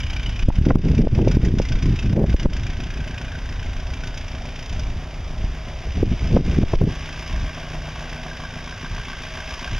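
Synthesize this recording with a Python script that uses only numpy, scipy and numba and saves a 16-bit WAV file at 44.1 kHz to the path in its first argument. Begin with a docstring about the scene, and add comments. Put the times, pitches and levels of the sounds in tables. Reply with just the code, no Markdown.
"""An antique four-cylinder car chuffs away down a quiet street, turns and comes back at steady low revs.
From behind its exhaust puffs, from the front its valves clatter on the block; houses and trees scatter
both. Gusts buffet the microphone, and the camera's limiter ducks the car under the hardest ones."""
import sys
import numpy as np
from scipy import signal
from scipy.fft import rfft, irfft, next_fast_len
from scipy.io import wavfile
from scipy.ndimage import uniform_filter1d
from numba import njit

SR = 44100
rng = np.random.default_rng(int(sys.argv[2]) if len(sys.argv) > 2 else 0)


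def waveform_to_disk(signal):
    """Save audio, clipped to [-1, 1], as 16-bit WAV at the path in sys.argv[1]."""
    frames = np.transpose(np.atleast_2d(signal))
    scaled = np.clip(frames, -1, 1) * 32767
    samples = np.round(scaled).astype(np.int16)
    wavfile.write(sys.argv[1], SR, samples)


N = 431738
T = np.arange(N) / SR


def undb(db):
    """Decibels to gain."""
    return 10 ** (np.asarray(db) / 20)


def unit(x):
    """Scale to rms 1."""
    return x / np.sqrt(np.mean(x ** 2))


def even(x, window_s):
    """Hold short-term power at 1."""
    return x / np.sqrt(uniform_filter1d(x ** 2, int(window_s * SR)) + 1e-9)


def curve(rows):
    """Interpolate (time, value) rows per sample."""
    return np.interp(T, *np.transpose(rows))


def colour(x, spectrum):
    """Filter by a (Hz, dB) spectrum."""
    size = next_fast_len(N + 8192)
    hz, db = np.transpose(spectrum)
    bins_hz = np.maximum(np.fft.rfftfreq(size, 1 / SR), 1)
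    gain = undb(np.interp(np.log(bins_hz), np.log(hz), db))
    return irfft(rfft(x, size) * gain, size)[:N]


def noise(spectrum):
    """Coloured noise, rms 1."""
    return unit(colour(rng.standard_normal(N), spectrum))


def ring(x, modes):
    """Resonator bank of (Hz, width Hz, dB), rms 1."""
    return unit(sum(undb(db) * signal.lfilter(*signal.iirpeak(hz, hz / width, fs=SR), x)
                    for hz, width, db in modes))


def struck(modes, rise_s=0.001):
    """A blow: decaying sines of (Hz, t60 s, dB)."""
    t = T[:SR // 8]
    sines = sum(undb(db - 60 * t / t60) * np.sin(2 * np.pi * hz * t) for hz, t60, db in modes)
    return sines * (1 - np.exp(-t / rise_s))


def walk(rate_hz):
    """Slewed random steps, spread near 1."""
    hold = int(SR / rate_hz)
    steps = np.repeat(rng.standard_normal(N // hold + 1), hold)
    return 1.25 * uniform_filter1d(steps, hold)[:N]


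def lag(x, tau_s):
    """One-pole smoothing."""
    pole = np.exp(-1 / (tau_s * SR))
    return signal.lfilter([1 - pole], [1, -pole], x)


def rattle(kicks, rise_s, decay_s, floor, grain_db):
    """A grainy noise burst per kick over a steady floor, at even mean power."""
    gate = lag(lag(kicks, rise_s), decay_s)
    gate = np.sqrt(unit(gate) ** 2 + floor ** 2)
    return even(gate, 0.5) * undb(grain_db * walk(1500)) * rng.standard_normal(N)


def tone(crank, order, waver_db, drift_rad):
    """A wavering harmonic of the engine cycle, rms 1; crank counts firings, four a cycle."""
    phase = 2 * np.pi * (order * crank / 4 + rng.random())
    return unit(np.sin(phase + drift_rad * walk(12)) * undb(waver_db * walk(6)))


# street noise (frequency [Hz], level [dB])
STREET_SPECTRUM = [(30, 5), (120, -13.5), (300, -12.5), (600, -8), (1000, -12), (2000, -14), (5000, -18.5),
                   (7000, -28.5), (8200, -34), (15500, -47.5)]


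def street():
    """Quiet background, slowly wavering in level."""
    return noise(STREET_SPECTRUM) * undb(-41 + walk(2.044))


def echoes(x, t60_s=1, level_db=-11, positions=12):
    """Dull scatter from houses and trees; the pattern crossfades as the car moves."""
    t, out = T[:SR // 2], 0
    for k in range(positions):
        response = rng.standard_normal(len(t)) ** 3 * undb(-60 * t / t60_s) * (t > 0.012)
        response = lag(response, 0.00005)
        fade = np.sqrt(np.maximum(1 - np.abs(T / T[-1] * (positions - 1) - k), 0))
        out = out + signal.oaconvolve(x * fade, response / np.linalg.norm(response))[:N]
    return undb(level_db) * out


def swell(start_s, length_s, attack_s, release_s):
    """Gust envelope: ramp centred on the start, hold, exponential release."""
    out = np.zeros(N)
    span = slice(max(int((start_s - attack_s) * SR), 0), int((start_s + length_s + 8 * release_s) * SR))
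    t = T[span] - start_s
    out[span] = np.clip(t / attack_s + 0.5, 0, 1) * np.exp(-np.maximum(t - length_s, 0) / release_s)
    return out


# rumble between gusts (time [s], level [dB])
BREEZE_LEVEL = [(0, -23.5), (2.6, -23), (3.2, -30.5), (3.7, -24), (4.45, -30.5), (5.2, -32), (7, -31.5),
                (8.3, -35), (9.79, -34)]
# gusts (start [s], length [s], strength [dB], relative tearing [dB])
WIND_GUSTS = [(0.27, 0.014, -28, -28), (0.419, 0.074, -29, -25), (0.568, 0.14, -25, -33),
              (0.667, 0.052, -14, -8), (0.747, 0.044, -13, -12), (0.831, 0.11, -17.5, -14.5),
              (0.972, 0.097, -12, -16), (1.03, 0.025, -14, -5), (1.112, 0.028, -13.5, -25),
              (1.165, 0.065, -13, -8), (1.23, 0.073, -15.5, -12.5), (1.331, 0.077, -18.5, -17),
              (1.419, 0.089, -19.5, -13), (1.501, 0.11, -21, -22), (1.693, 0.09, -26.5, -15),
              (1.823, 0.11, -18.5, -26), (2.043, 0.13, -17.5, -28), (2.155, 0.09, -12, -3.5),
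              (2.258, 0.053, -21.5, -28), (2.428, 0.076, -24, -16), (2.673, 0.11, -44, -22),
              (2.985, 0.036, -35, -12), (4.703, 0.27, -40, -21), (5.146, 0.22, -53, -26),
              (5.347, 0.15, -39.5, -22), (5.867, 0.019, -32.5, -8), (5.956, 0.14, -26, -15),
              (6.1, 0.035, -20.5, -27), (6.207, 0.11, -27, -21), (6.316, 0.097, -16, -10),
              (6.436, 0.16, -23, -12.5), (6.577, 0.062, -18.5, -20), (6.72, 0.054, -27, -8),
              (6.806, 0.07, -12.5, -10.5), (7.302, 0.15, -35.5, -20), (7.754, 0.016, -39, -20),
              (8.89, 0.094, -49, -22), (9.717, 0.035, -30.5, -20)]
# wind rumble, eddies and fastest eddies (frequency [Hz], level [dB])
RUMBLE_SPECTRUM = [(10, -14.5), (22, 2), (42, -1.5), (70, -4), (110, -10), (170, -22.5), (260, -28),
                   (500, -47.5), (1200, -69), (4000, -96)]
FLUTTER_SPECTRUM = [(50, -5), (110, 6.5), (180, 5), (280, -4.5), (400, -12.5), (600, -37), (1000, -59),
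                    (4000, -87)]
TEARING_SPECTRUM = [(200, 2), (400, 9.5), (550, 1.5), (800, -9), (1200, -29), (2000, -26.5), (5000, -76)]


def wind(fits_db=3.5):
    """The breeze rumbles; gusts add rumble and shed eddies that flutter and tear in fits."""
    rumble_gain, flutter_gain, tearing_gain = undb(curve(BREEZE_LEVEL)), 0, 0
    for start_s, length_s, db, tearing_db in WIND_GUSTS:
        gust = swell(start_s, length_s, attack_s=0.032, release_s=0.032) * undb(-11 + 0.3 * db)
        eddies = swell(start_s, length_s, attack_s=0.037, release_s=0.011) * undb(db)
        rumble_gain = np.maximum(rumble_gain, gust)
        flutter_gain = np.maximum(flutter_gain, eddies)
        tearing_gain = np.maximum(tearing_gain, eddies * undb(tearing_db))
    fits = undb(fits_db * walk(90))
    rumble = even(noise(RUMBLE_SPECTRUM), 0.0644) * rumble_gain
    flutter = even(noise(FLUTTER_SPECTRUM) * fits, 0.0301) * flutter_gain
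    tearing = even(noise(TEARING_SPECTRUM) * fits, 0.049) * tearing_gain
    return rumble + flutter + tearing


# eddy impacts (crest [s], peak [dB], brightness [dB], spike half width [s])
EDDY_HITS = [(0.487, 3, -25, 0.0022), (0.503, -7, -10, 0.0025), (0.588, -0.5, -36, 0.0048),
             (0.615, -2.5, -35, 0.0035), (.669, 1, -22, 0.0014), (.707, -10, -4.5, 0.00077),
             (.711, -7, -14.5, 0.00084), (0.758, 3, -16.5, 0.0014), (0.991, -9, -32, 0.0013),
             (1.072, -1, -16, 0.0015), (1.18, -11, -22, 0.00083), (1.191, -10.5, -12.5, 0.00085),
             (1.276, -3, -18.5, 0.00094), (1.372, 1, -25, 0.0033), (1.541, -4, -26.5, 0.0016),
             (1.601, -5.5, -17.5, .0012), (2.136, -1, -20, 0.0027), (2.18, 0.5, -19, 0.001),
             (2.203, -5, -17.5, 0.0011), (2.242, 0, -20, 0.0018), (2.346, 0, -22, 0.0053),
             (2.46, 1.5, -17, 0.0013), (5.444, -14, -36, 0.0034), (6.032, 2.5, -25.5, 0.0017),
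             (6.119, -3, -37, 0.0042), (6.341, -4.5, -26, 0.0039), (6.368, -5, -14.5, 0.00092),
             (6.372, -7.5, -10, 0.00058), (6.588, -3.5, -22, 0.0012), (6.636, -0.5, -21.5, 0.0029),
             (6.738, -2.5, -14, 0.002), (6.816, -1.5, -18, 0.0025), (6.841, 3, -27.5, 0.002)]


def buffets(tear_db=-7, tear_s=0.0033):
    """An eddy hits the microphone port: a rounded pressure spike, a tearing burst on its crest."""
    out = np.zeros(N)
    t = T[:SR // 10] - T[SR // 20]
    for crest_s, peak_db, bright_db, width_s in EDDY_HITS:
        corner_hz = np.clip(1900 * undb(0.74 * bright_db), 150, 4000)
        lowpass = signal.butter(3, corner_hz, fs=SR, output="sos")
        tear = signal.sosfilt(lowpass, rng.standard_normal(2 * len(t)))
        tear = even(tear, 0.0072)[len(t):] * np.exp(-(t / tear_s) ** 2)
        u = (t / width_s) ** 2
        spike = (1 - u) / (1 + u) ** 2
        at = int(crest_s * SR) - SR // 20
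        out[at:at + len(t)] += undb(peak_db) * (spike + undb(tear_db) * tear)
    return out


# slow air pressure swings (crest [s], length [s], peak [dB])
PRESSURE_SURGES = [(0.444, 0.034, 1.5), (0.518, 0.052, -1), (0.726, 0.037, 3.5), (0.771, 0.036, 1.5),
                   (1.039, 0.062, 1.5), (1.09, 0.066, 2.5), (1.224, 0.17, -8.5), (1.384, 0.042, -6),
                   (1.506, 0.096, -3), (1.74, 0.036, -5.5), (2.07, 0.092, -11.5), (2.166, 0.25, -4.5),
                   (2.47, 0.047, 2), (6.078, 0.096, -3), (6.411, 0.11, -0.5), (6.65, 0.065, 0),
                   (6.768, 0.034, 6), (6.845, 0.12, -10)]


def surges():
    """Smooth humps of pressure, almost too deep to hear, that overload the microphone."""
    out = np.zeros(N)
    for crest_s, length_s, peak_db in PRESSURE_SURGES:
        span = np.abs(T - crest_s) < length_s / 2
        out[span] += undb(peak_db) * np.cos(np.pi * (T[span] - crest_s) / length_s) ** 2
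    return out


# gear whine (time [s], level [dB])
WHINE_LEVEL = [(0, -72), (3.5, -61), (5.2, -60), (5.4, -56), (5.8, -55), (6.1, -62), (7, -62), (7.4, -50.5),
               (7.8, -52), (8.3, -53), (8.6, -62), (9.1, -61), (9.4, -51.5), (9.79, -55)]


def gear_whine(crank):
    """The gears sing a flickering tone locked to engine speed."""
    whine = tone(crank, order=86, waver_db=2, drift_rad=0.7)
    return whine * undb(curve(WHINE_LEVEL) + 3 * walk(35) - 1)


# chassis resonances (frequency [Hz], width [Hz], level [dB])
CHASSIS_MODES = [(641, 42, -1), (694, 113, -4), (980, 88, -12)]
# chassis ring (time [s], level [dB])
CHASSIS_LEVEL = [(0, -55.5), (2.6, -50.5), (4.6, -46.5), (5.4, -48.5), (6.3, -44), (7, -50.5), (7.7, -42.5),
                 (8.4, -46.5), (8.8, -66), (9.4, -44), (9.79, -48.5)]


def chassis(pulses):
    """Exhaust pulses shake a hollow ring from the chassis."""
    shaking = rattle(pulses, rise_s=0.007, decay_s=0.007, floor=0.22, grain_db=3.5)
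    return ring(shaking, CHASSIS_MODES) * undb(curve(CHASSIS_LEVEL))


# tappet blows (time [s], level [dB], pitch [Hz])
TAPPET_PINGS = [(8.074, -32, 1520), (8.176, -29.5, 1620), (8.28, -26, 1630), (8.311, -27, 1605),
                (8.45, -27, 1607), (8.586, -28.5, 1640), (8.724, -26, 1580), (8.86, -27, 1565),
                (8.962, -30, 1550), (8.996, -27, 1572), (9.099, -28.5, 1560), (9.131, -26, 1565),
                (9.266, -26, 1555), (9.401, -27.5, 1605), (9.538, -29.5, 1590), (9.675, -27.5, 1595)]
# tappet ring (pitch ratio, t60 [s], level [dB])
TAPPET_MODES = [(1, .045, -1), (1.42, .03, -11), (3.25, .035, -9)]
# running gear blows (time [s], level [dB])
GEAR_CLUNKS = [(7.578, -35), (7.957, -32), (8.262, -29), (8.297, -33), (8.329, -34), (8.399, -31),
               (8.436, -29), (8.573, -35), (8.674, -33), (8.71, -32), (8.845, -29.5), (8.979, -30),
               (9.52, -30.5), (9.655, -33)]
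# running gear ring (frequency [Hz], t60 [s], level [dB])
GEAR_MODES = [(714, .05, -2), (1020, 0.044, -1.5), (1120, 0.037, -1.5)]


def pings_and_clunks():
    """On the way back a tappet pings about once a cycle and the running gear clunks."""
    blows = [(time_s, db, [(hz * ratio, t60, mode_db) for ratio, t60, mode_db in TAPPET_MODES])
             for time_s, db, hz in TAPPET_PINGS]
    blows += [(time_s, db, GEAR_MODES) for time_s, db in GEAR_CLUNKS]
    out = np.zeros(N + SR)
    for time_s, db, modes in blows:
        sound, at = undb(db) * struck(modes), int(time_s * SR)
        out[at:at + len(sound)] += sound
    return out[:N]


# metal contacts (time [s], tick [dB], ring [dB], pitch [Hz])
CLINK_HITS = [(.002, -24, -32, 2340), (.032, -34, -28, 2920), (.064, -33, -34, 2450),
              (.102, -27, -31, 2370), (.13, -30, -28, 2940), (.165, -42, -28, 2370), (.23, -33, -31, 2330),
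              (0.26, -29, -23, 2940), (.294, -45, -41, 3030), (.361, -33, -34, 2380),
              (0.391, -29, -27, 2510), (0.423, -38, -30, 2950), (0.652, -33, -33, 1460),
              (.978, -25, -30.5, 2360), (1.279, -21, -30, 2340), (1.312, -18.5, -31, 1460),
              (1.448, -19.5, -32, 1875), (1.584, -19, -32, 1480), (1.616, -21.5, -37, 1475),
              (1.651, -24, -33, 2060), (1.686, -23, -39, 3340), (1.72, -19, -27.5, 1537),
              (1.824, -20.5, -36, 1520), (1.989, -21, -25, 2605), (2.025, -30, -35, 1505),
              (2.397, -22, -29, 2930), (2.565, -25, -33, 1660), (2.632, -31, -36, 3800),
              (2.666, -28, -45, 1875), (2.699, -37, -36, 1860), (3.005, -41, -40, 1560),
              (3.109, -41, -34, 1560), (3.142, -32, -30, 1610), (3.176, -44, -30, 2500),
              (3.212, -44, -37, 1480), (3.245, -43, -35, 2940), (3.281, -41, -31, 2435),
              (3.319, -35, -29, 1605), (3.351, -41, -28, 1515), (3.593, -40, -34, 1745),
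              (3.627, -33, -40, 3020), (3.66, -32, -37, 2140), (3.9355, -23, -30, 2360),
              (4.0348, -22, -26.5, 1510), (4.071, -20, -33, 1500), (4.173, -19, -36, 2910),
              (4.28, -26, -37, 2330), (4.557, -28, -48, 1480), (4.589, -23, -43, 1510),
              (4.625, -25, -44, 2440), (4.658, -24, -55, 1500), (4.693, -23, -39, 3050),
              (4.725, -23.5, -46, 2440), (4.792, -19.5, -36, 1500)]
# contact tick (frequency [Hz], level [dB])
TICK_SPECTRUM = [(600, -19), (2000, 4.5), (3200, 5), (5400, 5.5), (6500, 1.5), (8000, -15.5), (15500, -25)]
# panel ring (pitch ratio, t60 [s], level [dB])
PANEL_MODES = [(1, .05, 1), (1.04, 0.029, -11), (1.62, .035, -11)]


def clinks():
    """Valve taps and loose metal: each a bright tick and a short panel ring."""
    kicks, rings = np.zeros(N), np.zeros(N)
    for time_s, tick_db, ring_db, pitch_hz in CLINK_HITS:
        at = int(time_s * SR)
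        kicks[at] = undb(tick_db)
        panel = struck([(pitch_hz * ratio, t60, db) for ratio, t60, db in PANEL_MODES])
        rings[at:at + len(panel)] += undb(ring_db) * panel
    t = T[:SR // 12]
    envelope = (1 - np.exp(-t / 0.0015)) * np.exp(-t / 0.008)
    ticks = signal.fftconvolve(kicks, envelope)[:N] * noise(TICK_SPECTRUM)
    return ticks * undb(-8.5) + rings


def zing(contact, hz=5070, width_hz=61):
    """Valve knocks make thin sheet metal zing in fits."""
    return ring(contact, [(hz, width_hz, 0)]) * undb(-23 + 6.4 * walk(16))


# puffs and knocks of one cycle (place [firings], rear [dB], front [dB], block drive [dB])
CYCLE_STROKES = [(-.1, 8, 0, 0.5), (0.377, -19, 6, -0.5), (.88, 7, -2, 0), (1.349, -32, 3, 3.5),
                 (1.842, 4, -5, 1), (2.419, -20.5, 2.5, -3.5), (2.91, 8, 1.5, -1), (3.417, -36, 3, -5.5)]


def strokes(crank, facing, scatter_db=1.3, jitter_s=0.0004):
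    """Slightly uneven impulse trains for the exhaust puffs and the valve knocks."""
    puffs, knocks = np.zeros((2, N))
    cycles = 4 * np.arange(int(crank[-1] / 4) + 2)
    for place, rear_db, front_db, block_db in CYCLE_STROKES:
        jitter, scatter = rng.standard_normal((100, 2))[:len(cycles)].T
        times_s = np.interp(cycles + place, crank, T, left=-1, right=-1) + jitter_s * jitter
        heard = (times_s >= 0) & (times_s < T[-1])
        at = (times_s[heard] * SR).astype(int)
        size = (1 - facing[at]) * undb(rear_db) + facing[at] * undb(front_db)
        size *= undb(scatter_db * scatter[heard])
        puffs[at] += size
        knocks[at] += size * undb(block_db)
    return puffs, knocks


# block and bonnet resonances (frequency [Hz], width [Hz], rear [dB], front [dB])
BLOCK_MODES = [(1137, 95, -12, 12), (1525, 31, 12, 2), (1588, 85, 9.5, 14.5), (2140, 90, -14.5, 2),
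               (2540, 80, -18, -11), (3140, 75, -5, 4), (3660, 100, -17, -1), (5150, 83, -10, -12)]
# block ring relative to the clatter (time [s], level [dB])
BLOCK_LEVEL = [(0, -12.5), (1.2, -13), (2.5, -12.5), (3.3, -4), (4.2, -12.5), (5, -14), (6.2, -13),
               (7.2, -6.5), (8.4, -5), (9.1, -5), (9.79, -7.5)]


def engine_block(contact, facing):
    """Valves ring block and bonnet; the timbre follows the heading."""
    rear = ring(contact, [(hz, width, db) for hz, width, db, _ in BLOCK_MODES])
    front = ring(contact, [(hz, width, db) for hz, width, _, db in BLOCK_MODES])
    return ((1 - facing) * rear + facing * front) * undb(curve(BLOCK_LEVEL) + 1)


# exhaust pulses of one cycle (place [firings], level [dB])
CYCLE_PULSES = [(-.42, 2.5), (.53, 3), (1.49, -1), (2.45, -3.5)]


def firings(crank, scatter_db=2.1):
    """One pressure pulse per cylinder, limping alike every cycle."""
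    pulses = np.zeros(N)
    cycles = 4 * np.arange(1, int(crank[-1] / 4))
    for place, db in CYCLE_PULSES:
        at = (np.interp(cycles + place, crank, T) * SR).astype(int)
        pulses[at] += undb(db + scatter_db * rng.standard_normal(100)[:len(at)])
    return pulses


# pipe and silencer resonances (frequency [Hz], width [Hz], level [dB])
PIPE_MODES = [(155, 44, 0), (240, 40, -2.5), (335, 45, -10)]
# exhaust chug and drone (time [s], level [dB])
CHUG_LEVEL = [(0, -42), (2.5, -38), (4.2, -42), (5, -42), (7, -40.5), (7.7, -41), (8.6, -40.5),
              (9.2, -42.5), (9.79, -42.5)]
DRONE_LEVEL = [(0, -36.5), (3, -32), (4.4, -36), (5.5, -38.5), (7.8, -41), (8.6, -44), (9.2, -44),
               (9.79, -39)]


def exhaust_chug(crank, pulses):
    """Each firing rings pipe and silencer briefly, above a deep drone."""
    chug = 0
    for hz, width, db in PIPE_MODES:
        mode = ring(pulses, [(hz, width, 0)])
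        chug = chug + undb(db) * ring(mode, [(hz, hz / 2, 0)])  # steeper skirts
    drone = tone(crank, order=8, waver_db=3, drift_rad=0.23)
    return unit(chug) * undb(curve(CHUG_LEVEL)) + drone * undb(curve(DRONE_LEVEL))


# puff and clatter noise (frequency [Hz], level [dB])
PUFF_SPECTRUM = [(200, -6.5), (500, -11), (900, -2.5), (1300, -6), (2300, 3), (3100, 1), (3900, -2),
                 (5200, -2.5), (6100, -6.5), (7000, -15), (7900, -21), (10000, -25.5), (12500, -39.5),
                 (15500, -44)]
# tailpipe mouth resonances (frequency [Hz], width [Hz], level [dB])
RASP_MODES = [(2410, 160, 1), (3040, 94, 13)]
# rasp under throttle (time [s], level [dB])
RASP_LEVEL = [(0, -47), (.35, -47), (.6, -64), (1.5, -87), (9.79, -79)]


def exhaust_puffs(puffs, facing, clatter_gain):
    """Gas hisses out in puffs; the tailpipe rasps until the driver eases off."""
    whirr = 0.36 + 0.41 * facing  # fan and timing gears fill the gaps, most from the front
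    gas = rattle(puffs, rise_s=0.0018, decay_s=0.007, floor=whirr, grain_db=1)
    hiss = unit(colour(gas, PUFF_SPECTRUM)) * clatter_gain * undb(-0.6 * facing)
    rasp = ring(gas + unit(puffs), RASP_MODES) * undb(curve(RASP_LEVEL))
    return hiss + rasp


# engine speed (time [s], firing rate [Hz])
FIRING_RATE = [(0.0, 30.94), (0.8, 30.5), (1.6, 29.39), (2.4, 29.75), (2.8, 29.5), (3.2, 28.82),
               (4.0, 29.27), (4.4, 28.77), (4.8, 29.2), (6.0, 29.68), (6.8, 29.16), (7.2, 29.83),
               (8.0, 29.08), (9.2, 29.53), (9.79, 29.25)]
# clatter as the car leaves, turns and returns (time [s], level [dB])
CLATTER_LEVEL = [(0, -38.5), (.9, -42), (2.4, -40.5), (2.8, -41), (3.4, -43.5), (4.7, -42.5), (5.1, -47),
                 (5.8, -43), (6.3, -39.5), (7, -37.5), (7.8, -40.5), (8.6, -40), (9.79, -35.5)]
# side towards the listener (time [s], heading [0 tail .. 1 radiator])
HEADING = [(0, 0), (2.2, 0.065), (4.5, 0.35), (5.4, 0.54), (7, 1), (8.3, 0.56), (9.79, 1)]


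def car():
    """One crank times puffs, valves, gears and chugs; loose parts clink and clunk on top."""
    crank = np.cumsum(curve(FIRING_RATE)) / SR - 0.17
    facing = curve(HEADING)
    clatter_gain = undb(curve(CLATTER_LEVEL))
    puffs, knocks = strokes(crank, facing)
    pulses = firings(crank)
    chuffs = exhaust_puffs(puffs, facing, clatter_gain)
    chatter = rattle(knocks, rise_s=0.0005, decay_s=0.0035, floor=0.25, grain_db=2)
    contact = unit(knocks) + 0.82 * chatter
    body = chassis(pulses) + gear_whine(crank)
    valves = (engine_block(contact, facing) + facing * zing(contact)) * clatter_gain
    return chuffs + valves + body + clinks() + pings_and_clunks() + exhaust_chug(crank, pulses)


def scene():
    """Car and street reach the right port a sample sooner; wind hits both.
    Treble distortion crackles on the loudest peaks."""
    engine = car()
    outdoors = engine + echoes(engine) + street()
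    stereo = np.array([np.r_[0, outdoors[:-1]], outdoors])
    air = wind() + buffets()
    overload_hiss = (undb(-99) + undb(-38) * air ** 2) * rng.standard_normal((2, N))
    return stereo + air + surges() + overload_hiss


@njit
def peak_hold(x, release):
    """Peak follower: instant attack, exponential release."""
    out, peak = np.empty(len(x)), 0.
    for i in range(len(x)):
        peak = max(x[i], peak * release)
        out[i] = peak
    return out


def limiter(x, ceiling_db=-7, attack_s=0.0013, release_s=0.046):
    """Duck everything while peaks pass the ceiling; a buffet's first edge slips through."""
    peaks = peak_hold(np.abs(x).max(axis=0), np.exp(-1 / (release_s * SR)))
    cut = 1 - np.minimum(undb(ceiling_db) / (peaks + 1e-9), 1)
    return x * (1 - lag(cut, attack_s))


# dips in the camera's response (frequency [Hz], width [Hz])
TREBLE_NOTCHES = [(4215, 830), (7880, 1500), (8790, 830), (12600, 820)]


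def record(dry, low_cut_hz=15.5, top_hz=15100):
    """Camera chain: limiter, low cut, soft clip, treble notches, top cut."""
    out = limiter(dry)
    out = signal.sosfilt(signal.butter(2, low_cut_hz, "highpass", fs=SR, output="sos"), out)
    out = out / (1 + (out / 0.95) ** 6) ** (1 / 6)
    for hz, width in TREBLE_NOTCHES:
        out = signal.lfilter(*signal.iirnotch(hz, hz / width, fs=SR), out)
    return signal.sosfilt(signal.ellip(8, 0.2, 80, top_hz, fs=SR, output="sos"), out)


dry = scene()
out = record(dry)
waveform_to_disk(out)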